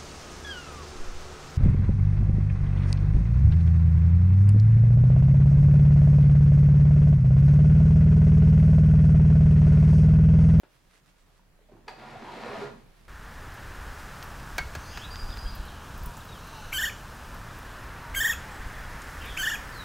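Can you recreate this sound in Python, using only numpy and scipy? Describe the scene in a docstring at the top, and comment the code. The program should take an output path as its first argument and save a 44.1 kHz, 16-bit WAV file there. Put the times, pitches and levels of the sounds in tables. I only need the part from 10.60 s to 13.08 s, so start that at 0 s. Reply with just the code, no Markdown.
"""Heavy cabinet dragged across a shelf

Under it lie the room air, shaped noise with a rising low part, and a growing deep sine with a regular thump.
Cloth rustles in fine filtered clicks; small bumps are short dull rings with a noisy edge.
The feet break loose with a crack of shelf modes and a spray of splinter grains, then grind, swell and stop:
random slips shake the modes of the wooden cabinet, with grit on top, and a quiet storage room answers."""
import sys
import numpy as np
from scipy import signal
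from scipy.fft import rfft, irfft
from scipy.io import wavfile
from scipy.ndimage import uniform_filter1d

SR = 44100
rng = np.random.default_rng(int(sys.argv[2]) if len(sys.argv) > 2 else 0)


def level_to_linear(level):
    """Convert decibel levels to linear amplitude factors, elementwise."""
    exponent = np.asarray(level, float) / 20
    return 10 ** exponent


def store_pcm(level_fs):
    """Save levels as 16-bit WAV."""
    pcm = np.round(np.clip(level_fs, -1, 1) * 32767).astype(np.int16)
    wavfile.write(sys.argv[1], SR, np.atleast_2d(pcm).T)


N = 109368
TIME = np.arange(N) / SR


def evened(x):
    """Scales to rms 1."""
    return x / np.sqrt(np.mean(x ** 2) + 1e-20)


def rfft_hz(size):
    """Bin frequencies."""
    return np.fft.rfftfreq(size, 1 / SR)


def read(points, hz):
    """Reads a table on a log-frequency axis."""
    f, value = np.transpose(points)
    return np.interp(np.log(hz + 1), np.log(f + 1), value)


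def curve(rows, column=1):
    """One column of a table over time, -120 outside it."""
    rows = np.array(rows)
    return np.interp(TIME, rows[:, 0], rows[:, column], -120, -120)


def loudest(tables):
    """The louder of several level curves at each moment."""
    return np.max([curve(rows) for rows in tables], axis=0)


def add(mix, start_s, sound):
    """Mixes a sound in at start_s."""
    part = mix[round(start_s * SR):][:len(sound)]
    part += sound[:len(part)]


def colour(x, spectrum):
    """Causal minimum-phase filter with the given spectrum."""
    log_gain = np.log(level_to_linear(np.maximum(read(spectrum, rfft_hz(8192)), -100)))
    # folding the cepstrum onto positive time makes the filter causal
    cepstrum = irfft(log_gain)
    cepstrum[1:4096] *= 2
    cepstrum[4097:] = 0
    taps = irfft(np.exp(rfft(cepstrum)))[:3072]
    taps = taps.reshape((1,) * (x.ndim - 1) + (-1,))
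    return signal.oaconvolve(x, taps, axes=-1)[..., :N]


def ring(modes):
    """Impulse response of each mode: a sine that dies exponentially."""
    t = TIME[:SR // 4]
    return np.array([level_to_linear(db - 60 * t / t60) * np.sin(2 * np.pi * hz * t) for hz, db, t60 in modes])


def grains(per_s, spread_db):
    """Random clicks of both signs; a few are large."""
    chance = rng.random(N)
    boost = np.minimum(rng.exponential(1, N), 5)
    size = rng.standard_normal(N)
    return (chance < per_s / SR) * level_to_linear(spread_db * boost) * size


def wander(seconds):
    """Random curve of rms 1 that shakes at about the given time scale."""
    width = max(round(seconds * SR), 2)
    slow = uniform_filter1d(uniform_filter1d(rng.standard_normal(N), width), width)
    return evened(slow - uniform_filter1d(slow, 5 * width))


# tone of the room air: pitch_hz, level_db (relative)
AIR_TONE = [(20, -25), (50, -0.5), (80, -3.5), (105, -5), (160, -0.5), (210, -7), (250, -10.5), (300, -8),
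            (400, -12), (700, -14.5), (2300, -17.5), (6000, -24), (15700, -28)]
# left-right likeness of the air: pitch_hz, likeness (1 = same in both ears)
AIR_LIKENESS = [(60, 0.84), (240, 0.34), (950, 0.46), (3770, 0.056), (15000, 0.034)]
# rise of the low room air, fading out above about 1500 Hz: time_s, gain_db
AIR_RUMBLE = [(0, 0.5), (.4, 2.5), (.9, 5), (2.2, 11), (2.48, 9.5)]
AIR_DB = -67  # before the rumble rises


def air():
    """Room air: partly shared stereo noise with faint patches in time and pitch; its low part drifts."""
    frames, hz = N // 512 + 5, rfft_hz(2048)
    a, b, c, d, patches = rng.standard_normal((frames, 1025, 5)).T
    patches = evened(uniform_filter1d(uniform_filter1d(patches, 20, 0), 6, 1))
    same = np.clip(read(AIR_LIKENESS, hz), -1, 1)[:, None]
    left = a + 1j * b
    right = same * left + np.sqrt(1 - same ** 2) * (c + 1j * d)
    z = np.array([left, right])
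    z *= level_to_linear(read(AIR_TONE, hz)[:, None] + 1.6 * patches)
    scale = level_to_linear(AIR_DB) / np.std(signal.istft(z, nperseg=2048, noverlap=1536)[1])
    drift_db = np.interp(np.arange(frames) * 512 / SR, *np.transpose(AIR_RUMBLE))
    z *= level_to_linear(drift_db / (1 + (hz[:, None] / 1500) ** 2))
    noise = signal.istft(z, nperseg=2048, noverlap=1536)[1][:, :N]
    return scale * noise * level_to_linear([[-.6], [.6]])  # leans right


# growth of the hum: time_s, level_db (rms of the tone before it leans right)
HUM_LEVEL = [(0, -71), (.4, -67.5), (1.2, -61), (2.48, -59)]
HUM_HZ = 35.
THUMP_FIRST_S, THUMP_EVERY_S = .266, .3405
THUMP_HZ, THUMP_S, THUMP_DB = 24, .013, 6  # pitch, bell-curve width, gain over the hum before its sine


def hum():
    """Hum: a steady deep sine and a soft bell-shaped thump at a regular pace, both growing."""
    # time from the nearest thump
    near = (TIME - THUMP_FIRST_S + THUMP_EVERY_S / 2) % THUMP_EVERY_S - THUMP_EVERY_S / 2
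    bell = np.exp(-.5 * (near / THUMP_S) ** 2)
    thump = level_to_linear(THUMP_DB) * bell * np.sin(2 * np.pi * THUMP_HZ * near)
    tone = np.sin(2 * np.pi * HUM_HZ * TIME)
    level = level_to_linear(np.interp(TIME, *np.transpose(HUM_LEVEL)))
    return level * np.sqrt(2) * (tone - thump) * level_to_linear([[-1.2], [1.2]])


# rustle of the cloth, two passages: time_s, level_db
RUSTLE_LEVEL = [
    [(0.09, -73), (0.14, -65.5), (0.236, -74), (0.352, -62), (0.4, -68.5), (0.406, -82), (0.46, -67.5),
     (0.5, -64), (0.53, -75), (0.558, -73), (0.602, -66.5), (0.658, -78), (0.666, -71), (0.784, -69.5),
     (0.788, -67.5), (0.86, -107)],
    [(2.25, -71.5), (2.286, -67), (2.432, -64), (2.47, -65.5), (2.48, -65)],
]
# tone of the rustle: pitch_hz, level_db (relative)
RUSTLE_TONE = [(240, -38), (400, -5), (682, -7), (777, -12.5), (874, -9), (1240, -4.5), (9000, -15.5),
               (11700, -23.5), (19800, -120)]
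# thin high hiss of the cloth, two passages: time_s, level_db
SWISH_LEVEL = [
    [(0.09, -95), (0.132, -75), (0.262, -101), (0.32, -78), (0.396, -90), (0.414, -105), (0.486, -79),
     (0.518, -95), (0.776, -85), (0.8, -91)],
    [(2.1, -80), (2.25, -74.5), (2.462, -77), (2.48, -74)],
]
# tone of the hiss: pitch_hz, level_db (relative)
SWISH_TONE = [(4000, -20.5), (6500, -4.5), (9000, -4.5), (11500, -9.5), (15000, -12.5)]
# fibres snap: start_s, level_db
FIBRE_TICKS = [(.312, -49), (0.353, -55), (.357, -49)]


def cloth():
    """Cloth: moving sleeves rub in fine grains, part shared and part wide, and a few fibres snap."""
    near = grains(5000, 3.0)
    wide = np.array([grains(7000, 2.4), grains(7000, 2.4)])
    rub = evened(near) + 1.14 * evened(wide)
    rustle = level_to_linear(loudest(RUSTLE_LEVEL)) * evened(colour(rub, RUSTLE_TONE))
    swish = level_to_linear(loudest(SWISH_LEVEL)) * evened(colour(rub, SWISH_TONE))
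    ticks = np.zeros(N)
    tick = ring([(2350, 3, 0.002), (4170, -14, 0.0018)]).sum(0)
    for start_s, db in FIBRE_TICKS:
        add(ticks, start_s, level_to_linear(db) * tick)
    return (rustle + swish + ticks) * level_to_linear([[-1.5], [1.5]])


# small dull bumps: start_s, level_db, pitch_hz, t60_s, edge_db (re level)
SMALL_BUMPS = [(0.034, -42, 316, 0.012, -12), (0.053, -54.5, 440, 0.022, -19),
               (0.794, -58.5, 945, 0.061, -20), (.99, -59.5, 570, 0.066, -16),
               (1.012, -58.5, 430, 0.13, -9), (1.088, -53, 607, 0.065, -22), (1.096, -50, 580, 0.03, -28),
               (1.116, -54, 672, 0.066, -21), (1.121, -47, 383, 0.063, -25), (1.136, -55, 1087, 0.043, -24),
               (1.131, -47.5, 172, 0.061, -30), (1.15, -51, 339, 0.098, -33),
               (1.167, -52.5, 894, 0.036, -14), (1.183, -55, 334, 0.074, -15),
               (1.208, -52.5, 282, 0.027, -19), (1.269, -48, 250, 0.017, -11.5)]
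# tone of their noisy edge: pitch_hz, level_db (relative)
EDGE_TONE = [(200, -1), (500, 3.5), (1500, -7.5), (4000, -13.5), (6000, -26), (12000, -54)]
EDGE_T60_S = 0.12


def bumps():
    """Bumps: each is a short dull ring with a pair of neighbouring partials and a dying noisy edge."""
    out, t = np.zeros(N), TIME[:SR // 5]
    noise = evened(colour(rng.standard_normal(N), EDGE_TONE))
    phases = rng.random((len(SMALL_BUMPS), 2))
    for (start_s, db, hz, t60, edge_db), phase in zip(SMALL_BUMPS, phases):
        tone = np.cos(2 * np.pi * hz * t)
        for ratio, p in zip((.7, 1.55), phase):
            tone += 0.24 * np.cos(2 * np.pi * (hz * ratio * t + 0.42 * p))
        body = np.minimum(t / 0.0002, 1) * level_to_linear(-60 * t / t60) * tone
        edge = level_to_linear(edge_db - 60 * t / EDGE_T60_S) * noise[round(start_s * SR):][:len(t)]
        add(out, start_s, level_to_linear(db) * (body + edge))
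    return out


# the feet break loose: start_s, peak_db (of each snap alone, dry)
FOOT_SNAPS = [(1.2792, -35), (1.2816, -27.5), (1.285, -43.5), (1.291, -41), (1.304, -56)]
# modes of the shelf: pitch_hz, level_db (relative)
SHELF_MODES = [(446, -5), (670, -11), (790, -6.5), (880, -1), (965, 2.5), (1225, -2), (1330, -12),
               (1700, -6), (2100, -6.5), (2515, -5), (2900, -10), (3385, -9.5), (4155, -7.5), (4690, -2),
               (5115, -9), (5565, -16), (6050, -20), (6570, -18)]
# tone of the splinters: pitch_hz, level_db (relative)
SPLINTER_TONE = [(600, -51), (1500, 12.5), (4000, 0.5), (8000, -11), (15500, -24)]
SHELF_T60_S = .045  # at 1 kHz, shorter with the root of pitch
SNAP_RISE_S = .0012
SPRAY_DB, SPRAY_T60_S = -44.5, .15


def crack():
    """Crack: snaps ring the modes of the shelf and the first leaves a short spray of splinter grains."""
    out = np.zeros(N)
    modes = [(hz, db, SHELF_T60_S * np.sqrt(1000 / hz)) for hz, db in SHELF_MODES]
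    snap = ring(modes).sum(0)
    snap *= np.minimum(TIME[:len(snap)] / SNAP_RISE_S, 1)
    for start_s, db in FOOT_SNAPS:
        add(out, start_s, level_to_linear(db) * snap / abs(snap).max())
    after = TIME - FOOT_SNAPS[0][0]
    fall = np.clip(after / 0.0014, 0, 1) * level_to_linear(SPRAY_DB - 60 * abs(after) / SPRAY_T60_S)
    return out + evened(colour(grains(12000, 2.2), SPLINTER_TONE)) * fall


FAVOUR_DB, FAVOUR_OCTAVES = 13, .11  # boost of the modes near the contact pitch, bell-curve width


def favoured(modes, rows, column):
    """Level curve of each mode: those near the pitch of the contact are shaken most."""
    centre = np.maximum(curve(rows, column=column), 100)
    levels_db = []
    for hz, _, _ in modes:
        bell = np.exp(-.5 * (np.log2(hz / centre) / FAVOUR_OCTAVES) ** 2)
        levels_db.append(curve(rows) - 8 + FAVOUR_DB * bell)
    return levels_db


SLIPS_PER_S, SLIP_SPREAD_DB = 2500, 3.5
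JUDDER_DB, JUDDER_S = 1.6, .008  # quick unevenness of the slips
LUMP_DB, LUMP_S = 2.5, .025  # each mode swells and sinks on its own


def shake(modes, levels_db):
    """Each mode rings to its own train of slips, all scaled together before the level curves."""
    taps = ring(modes)
    trains = []
    for _ in taps:
        slips = grains(SLIPS_PER_S, SLIP_SPREAD_DB)
        trains.append(slips * level_to_linear(JUDDER_DB * wander(JUDDER_S) + LUMP_DB * wander(LUMP_S)))
    norm = np.sqrt(sum(np.mean(s ** 2) * np.sum(r ** 2) for s, r in zip(trains, taps)))
    return sum(signal.oaconvolve(s * level_to_linear(db), r)[:N] for s, r, db in zip(trains, taps, levels_db)) / norm


# a short first shift, then the slide: time_s, body_db, grit_db (re body), contact_hz (modes shaken most)
SLIDE_MOVES = [(1.085, -76, -17, 400), (1.12, -66.5, -16, 412), (1.19, -65.5, -22, 366),
               (1.23, -72.5, -13, 350), (1.275, -59, -22, 390), (1.3, -46.5, -29, 775),
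               (1.345, -53.5, -24, 754), (1.39, -45.5, -12, 755), (1.45, -45, -11, 753),
               (1.56, -43, -13, 731), (1.59, -48, -9, 680), (1.62, -43.5, -12, 680),
               (1.65, -44, -10.5, 965), (1.72, -42, -11, 910), (1.76, -41, -11.5, 412),
               (1.8, -40.5, -11, 750), (1.83, -40.5, -9, 977), (1.845, -34.5, -16, 514),
               (1.9, -37, -12.5, 431), (1.96, -38, -12.5, 764), (2.02, -38, -10, 412),
               (2.075, -40.5, -16, 559), (2.12, -51.5, -24, 425), (2.17, -73, -10, 397),
               (2.21, -75, 7, 400), (2.27, -77, -7, 400)]
# boom of the carcass, first lean to stop: time_s, level_db, contact_hz (modes shaken most)
CARCASS_MOVES = [(1.07, -76, 200), (1.12, -54, 276), (1.172, -51.5, 282), (1.23, -70, 234),
                 (1.406, -50, 244), (1.5, -49.5, 130), (1.585, -46.5, 129), (1.65, -48, 280),
                 (1.728, -56.5, 219), (1.754, -48, 206), (1.78, -56.5, 231), (1.862, -47.5, 248),
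                 (1.922, -54.5, 218), (1.97, -44.5, 210), (2.05, -48, 127), (2.13, -43.5, 212),
                 (2.18, -52.5, 221), (2.2, -64, 133), (2.27, -84, 135)]
# low modes of the cabinet: pitch_hz, level_db (relative), t60_s
BOOM_MODES = [(111.6, -6, 0.3), (131.6, 1, 0.17), (210.4, -4.5, 0.19), (231.3, 1, 0.12),
              (284.4, -4.5, 0.084)]
# middle modes of the cabinet: pitch_hz, level_db (relative), t60_s
BODY_MODES = [(352, -5, 0.11), (410.7, 1, 0.091), (491.5, -3, 0.051), (581.6, -3.5, 0.066),
              (676, -2, 0.097), (753.2, -2, 0.072), (885, 5, 0.029), (966, -1, 0.074), (1114, -10, 0.047),
              (1239, -2, 0.056), (1410, -4.5, 0.077), (1840, -5, 0.021)]
# body colour between the modes: pitch_hz, level_db (relative)
BETWEEN_TONE = [(150, -33.5), (250, -6.5), (317, -7), (416, -9.5), (961, -5.5), (2200, -19.5), (2860, -35),
                (4840, -120)]
# tone of the grit: pitch_hz, level_db (relative)
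GRIT_TONE = [(1000, -28), (1700, -3), (2290, -4.5), (3020, -9), (4170, -11), (5760, -19.5), (12600, -33.5),
             (15500, -44)]
BETWEEN_DB = -6.5  # re body


def slide():
    """Slide: feet slip at random, modes near the moving contact pitch ring most, grit hisses on top."""
    level = curve(SLIDE_MOVES)
    slips = grains(SLIPS_PER_S, SLIP_SPREAD_DB) * level_to_linear(JUDDER_DB * wander(JUDDER_S))
    broad = level_to_linear(level + BETWEEN_DB) * evened(colour(slips, BETWEEN_TONE))
    hiss = evened(colour(slips + 4.8 * grains(9000, 1.15), GRIT_TONE))
    grit = level_to_linear(level + curve(SLIDE_MOVES, column=2)) * hiss
    body = shake(BODY_MODES, favoured(BODY_MODES, SLIDE_MOVES, column=3))
    boom = shake(BOOM_MODES, favoured(BOOM_MODES, CARCASS_MOVES, column=2))
    return body + broad + boom + grit


# decay of the room: pitch_hz, t60_s
ROOM_DECAY = [(150, 0.51), (600, 0.47), (2500, 0.46), (9000, 0.66)]
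FIRST_ECHO_S = .006


def room(x):
    """Room: sparse echoes of random sign, each band dying at its own speed, slightly shared by the ears."""
    taps = np.zeros((2, SR // 2))
    at = np.arange(260, SR // 2 - 20, 20)
    at = at + rng.integers(0, 20, (2, len(at)))
    np.put_along_axis(taps, at, rng.choice([-1., 1.], at.shape), 1)
    hz, t, z = signal.stft(taps, SR, nperseg=256)
    decay = level_to_linear(-60 * t / read(ROOM_DECAY, hz)[:, None])
    tail = signal.istft(z * decay, SR, nperseg=256)[1]
    tail = (tail + 0.15 * tail[::-1]) * (TIME[:tail.shape[1]] > FIRST_ECHO_S)
    return signal.fftconvolve(x[None], tail / np.linalg.norm(tail[0]), axes=1)[:, :N]


# the room answers treble more: pitch_hz, gain_db
WET_TONE = [(100, -8.5), (400, 1.5), (1000, 3), (3000, 5.5), (9000, 4)]
# stereo lean of the cabinet and its room: pitch_hz, left_minus_right_db
STEREO_LEAN = [(60, -21), (150, 3), (500, -3), (1000, -0.2), (2000, 0.6), (5000, 1)]
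DRAG_ROOM_DB, HIT_ROOM_DB = -6, -7  # sends to the room
LOW_EDGE_HZ = 82


def scene():
    """Mix: the cabinet and its room lean to one side or the other by pitch, over cloth, air and hum."""
    high = signal.butter(4, LOW_EDGE_HZ, "high", fs=SR, output="sos")
    hits = signal.sosfilt(high, crack() + bumps())
    drag = signal.sosfilt(high, slide())
    send = level_to_linear(DRAG_ROOM_DB) * drag + level_to_linear(HIT_ROOM_DB) * hits
    cabinet = hits + drag + room(colour(send, WET_TONE))
    lean = level_to_linear(np.outer([.5, -.5], read(STEREO_LEAN, rfft_hz(N))))
    return irfft(rfft(cabinet) * lean, N) + cloth() + air() + hum()


def band_limit(x):
    """A steep low-pass at the top of the band."""
    return signal.sosfilt(signal.butter(12, 15760, fs=SR, output="sos"), x)


def record(dry):
    """Delivers the finished mix."""
    return band_limit(dry)


dry = scene()
out = record(dry)
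store_pcm(out)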